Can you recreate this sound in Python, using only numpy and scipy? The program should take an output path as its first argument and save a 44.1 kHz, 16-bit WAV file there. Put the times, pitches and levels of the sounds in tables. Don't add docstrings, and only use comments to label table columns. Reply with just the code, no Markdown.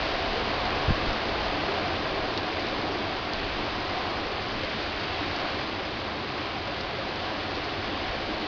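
import sys
import numpy as np
from scipy import signal
from scipy.fft import rfft, irfft, next_fast_len
from scipy.io import wavfile
from scipy.ndimage import uniform_filter1d

SR = 44100
rng = np.random.default_rng(int(sys.argv[2]) if len(sys.argv) > 2 else 0)


def to_wav(s):
    ch = np.atleast_2d(s).T
    pcm = np.round(np.clip(ch, -1, 1) * 32767)
    wavfile.write(sys.argv[1], SR, pcm.astype(np.int16))


def invert_db(x):
    u = np.asarray(x, float) / 20
    return 10 ** u


N = 373527

# start_s, level_db
RAINFALL = [(0, -32.5), (.9, -33), (1.4, -33), (1.7, -33.5), (2.1, -34.8), (2.9, -35), (3.25, -35.5),
            (3.77, -34.5), (4.35, -35), (4.9, -34), (5.45, -33), (5.8, -36), (6.3, -36), (6.9, -37),
            (7.2, -35.5), (7.75, -35), (8.25, -36), (8.47, -36.5)]
# start_s, level_db
SLANT = [(0, 0.5), (.7, 1.5), (1.1, 1), (1.6, 2), (2.1, 2.5), (2.5, 1.5), (2.95, 2.5), (3.3, 1), (3.75, 0),
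         (4.1, 1.5), (4.9, -2), (5.3, -1), (5.8, -.5), (6.3, -.5), (6.9, .5), (7.7, -1), (8.1, 0.5),
         (8.47, 2.5)]
# level_db, share of the rainfall's changes (0-1), share of the slant's changes (0-1)
YARD_MIX = (-35, 0.97, 0.055)
ROOF_MIX = (-35.5, .95, 0.9)
CAR_MIX = (-38.5, 0.7, .9)
SHELTER_MIX = (-42.5, .3, .1)
# pitch_hz, level_db
SPLASH_COLOUR = [(100, -27), (300, -9), (900, -5.5), (1400, -1), (2400, -0.5), (4500, -4.5), (5000, -7),
                 (5512, -18)]
# pitch_hz, width_hz, level_db
ROOF_MODES = [(537.6, 66, -2.5), (650.5, 82, -3), (739, 102, -1), (1055, 232, -4.5), (1603, 130, -11.5)]
# pitch_hz, width_hz, level_db
PANEL_MODES = [(217.6, 27.5, -3), (299.3, 38.6, -0.5), (345, 49, -2.5), (413, 57, -2.5)]
# pitch_hz, width_hz, level_db
SHELTER_MODES = [
    (91.6, 28.5, 0.5),
    (145, 47, -8.5),
]
# start_s, peak_db, pitch_hz
GOBS = [(0.238, -21, 333), (0.36, -21, 465), (0.401, -22, 493), (0.502, -22, 674), (0.82, -18, 743),
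        (0.886, -21, 326), (1.09, -22, 685), (1.454, -21, 676), (1.522, -26, 294), (1.684, -19.5, 391),
        (1.725, -19, 697), (2.054, -17.5, 640), (2.316, -24, 434), (2.892, -19.5, 401), (2.95, -21, 356),
        (3.502, -23, 577), (3.931, -24, 611), (4.274, -21, 658), (4.628, -22.5, 532), (4.849, -24, 750),
        (5.209, -21, 293), (5.56, -23, 403), (6.552, -22, 785), (6.683, -20, 558), (6.931, -26, 417),
        (6.982, -19, 544), (7.087, -23.5, 345), (7.57, -24, 498), (7.727, -25, 750), (8.288, -20, 312)]
# start_s, peak_db, pitch_hz
DRIPS = [(1.129, -28, 4410), (2.375, -20, 4170), (2.594, -32, 4260), (2.6678, -27.5, 4420),
         (3.3338, -21.5, 4400), (3.5894, -31, 4160), (4.6476, -30, 4290), (5.362, -29, 4430),
         (6.809, -29, 4470), (7.5542, -31, 4340), (7.642, -29, 4230)]
# centre_s, peak_db, pitch_hz (minus = push first)
EDDIES = [
    (.886, -16, 100),
    (.8995, -20, 75),
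    (.9082, -13.5, 155),
    (.9235, -21, -75),
    (8.1, -32, 40),
]
# centre_s, peak_db, half_length_s
SHOVES = [
    (.33, -31, .012),
    (.914, -21, .007),
    (1.09, -20.5, .006),
    (4.57, -34, .012),
]
# start_s, level_db
WIND = [(0, -40.5), (.3, -41.5), (.6, -45), (1.1, -40.5), (1.45, -41), (1.7, -43.5), (2.1, -43), (2.6, -49),
        (3, -46), (3.3, -42), (3.66, -40), (3.95, -46.5), (4.5, -47.5), (5.5, -50), (6.6, -52.5),
        (7.75, -53), (8.05, -44), (8.47, -48)]
# pitch_hz, level_db
GUST_COLOUR = [(6, -17.5), (15, -3), (26, -2), (42, -1.5), (63, -1), (85, -13.5), (160, -44)]
# pitch_hz, level_db
SMOOTHING = [(4000, 0.5), (5000, 0), (5512, 3.5), (6000, -14), (7000, -36), (8000, -52.5), (9000, -70),
             (11000, -100)]
STRIDE = 4


def yard_hiss():
    near_db, patchy_db = -8, 0.4
    splashes = rng.standard_normal(N) + invert_db(near_db) * drops(1500, 3.07)
    return level(colour(splashes * invert_db(patchy_db * walk(6)), SPLASH_COLOUR), 0)


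def roof_drumming():
    return drum(ROOF_MODES, rate=4000, spread_db=1.4, patchy_db=0.8)


def car_drumming():
    return drum(PANEL_MODES, rate=3000, spread_db=1.2, patchy_db=1.0)


def shelter_boom():
    return drum(SHELTER_MODES, rate=3000, spread_db=1.0, patchy_db=0.72)


def drum(modes, rate, spread_db, patchy_db):
    total = np.zeros(N)
    for hz, width_hz, db in modes:
        patches = invert_db(db + patchy_db * walk(3))
        total += patches * ring(drops(rate, spread_db), hz, width_hz)
    return level(total, 0)


def drops(rate, spread_db, biggest=4.2):
    falls = rng.random(N) < rate / SR
    size_db = spread_db * np.minimum(rng.exponential(size=N), biggest)
    return level(falls * invert_db(size_db) * rng.standard_normal(N), 0)


def gobs(rise_s=0.004, cycles=7):
    length = 8192
    out, t = np.zeros(N + length), np.arange(length) / SR
    for start_s, db, hz in GOBS:
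        shape = (1 - np.exp(-t / rise_s)) * np.exp(-t * hz / cycles)
        start = int(start_s * SR)
        out[start:start + length] += invert_db(db - 4.5) * shape * np.sin(2 * np.pi * hz * t)
    return out[:N]


def drips(smack_s=0.00044, spray_db=-18, spray_s=0.008, delay_s=0.0011):
    length = 4096
    out, t = np.zeros(N + length), np.arange(length) / SR
    for start_s, db, hz in DRIPS:
        smack = np.sin(2 * np.pi * hz * t) * np.exp(-t / smack_s)
        droplets = level(ring(rng.standard_normal(length), hz, 2500), 0)
        spray = invert_db(spray_db) * droplets * np.exp(-t / spray_s)
        start = int((start_s + delay_s) * SR)
        out[start:start + length] += invert_db(db + 5.5) * (smack + spray)
    return out[:N]


def eddies(narrow=4.3):
    t, out = np.arange(N) / SR, np.zeros(N)
    for centre_s, db, hz in EDDIES:
        turns = (t - centre_s) * hz
        out += invert_db(db) * np.sin(2 * np.pi * turns) * np.exp(-narrow * turns ** 2)
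    return out


def shoves(leak_hz=9):
    t, push = np.arange(N) / SR, np.zeros(N)
    for centre_s, db, half_s in SHOVES:
        push += invert_db(db) * np.exp(-((t - centre_s) / half_s) ** 2)
    return signal.lfilter(*signal.butter(1, leak_hz, "high", fs=SR), push)


def wind():
    rumble = colour(rng.standard_normal(N), GUST_COLOUR)
    return invert_db(follow(WIND)) * level(rumble * invert_db(1.1 * walk(4.7)), 0)


def exposure(mix):
    db, wet, blown = mix
    pour = follow(RAINFALL)
    return invert_db(db + wet * (pour - np.mean(pour)) + blown * follow(SLANT))


def follow(curve):
    return np.interp(np.arange(N) / SR, *np.transpose(curve))


def walk(rate):
    hold = int(SR / rate)
    steps = np.repeat(rng.standard_normal(N // hold + 1), hold)
    return 1.2 * uniform_filter1d(uniform_filter1d(steps, hold), hold)[:N]


def ring(x, hz, width_hz):
    return signal.lfilter(*signal.iirpeak(hz, hz / width_hz, fs=SR), x)


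def colour(x, points):
    size = next_fast_len(N + SR)
    hz, db = np.transpose(points)
    bins_hz = np.arange(1, size // 2 + 2) * SR / size
    gain_db = np.interp(np.log(bins_hz), np.log(hz), db)
    return irfft(rfft(x, size) * invert_db(gain_db), size)[..., :N]


def level(x, db):
    return x * invert_db(db) / np.sqrt(np.mean(x ** 2))


def scene():
    rain = exposure(YARD_MIX) * yard_hiss()
    rain += exposure(ROOF_MIX) * roof_drumming()
    rain += exposure(CAR_MIX) * car_drumming()
    rain += exposure(SHELTER_MIX) * shelter_boom()
    moving_air = eddies() + shoves() + wind()
    return (rain + gobs() + drips() + moving_air)[None]


def top_cut(x):
    return signal.sosfilt(signal.butter(12, 8940, fs=SR, output="sos"), x)


def record(dry):
    kept = signal.decimate(dry, STRIDE, ftype="fir")
    spaced = np.zeros_like(dry)
    spaced[:, ::STRIDE] = STRIDE * kept
    mix = colour(spaced, SMOOTHING)
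    return top_cut(mix)


dry = scene()
out = record(dry)
to_wav(out)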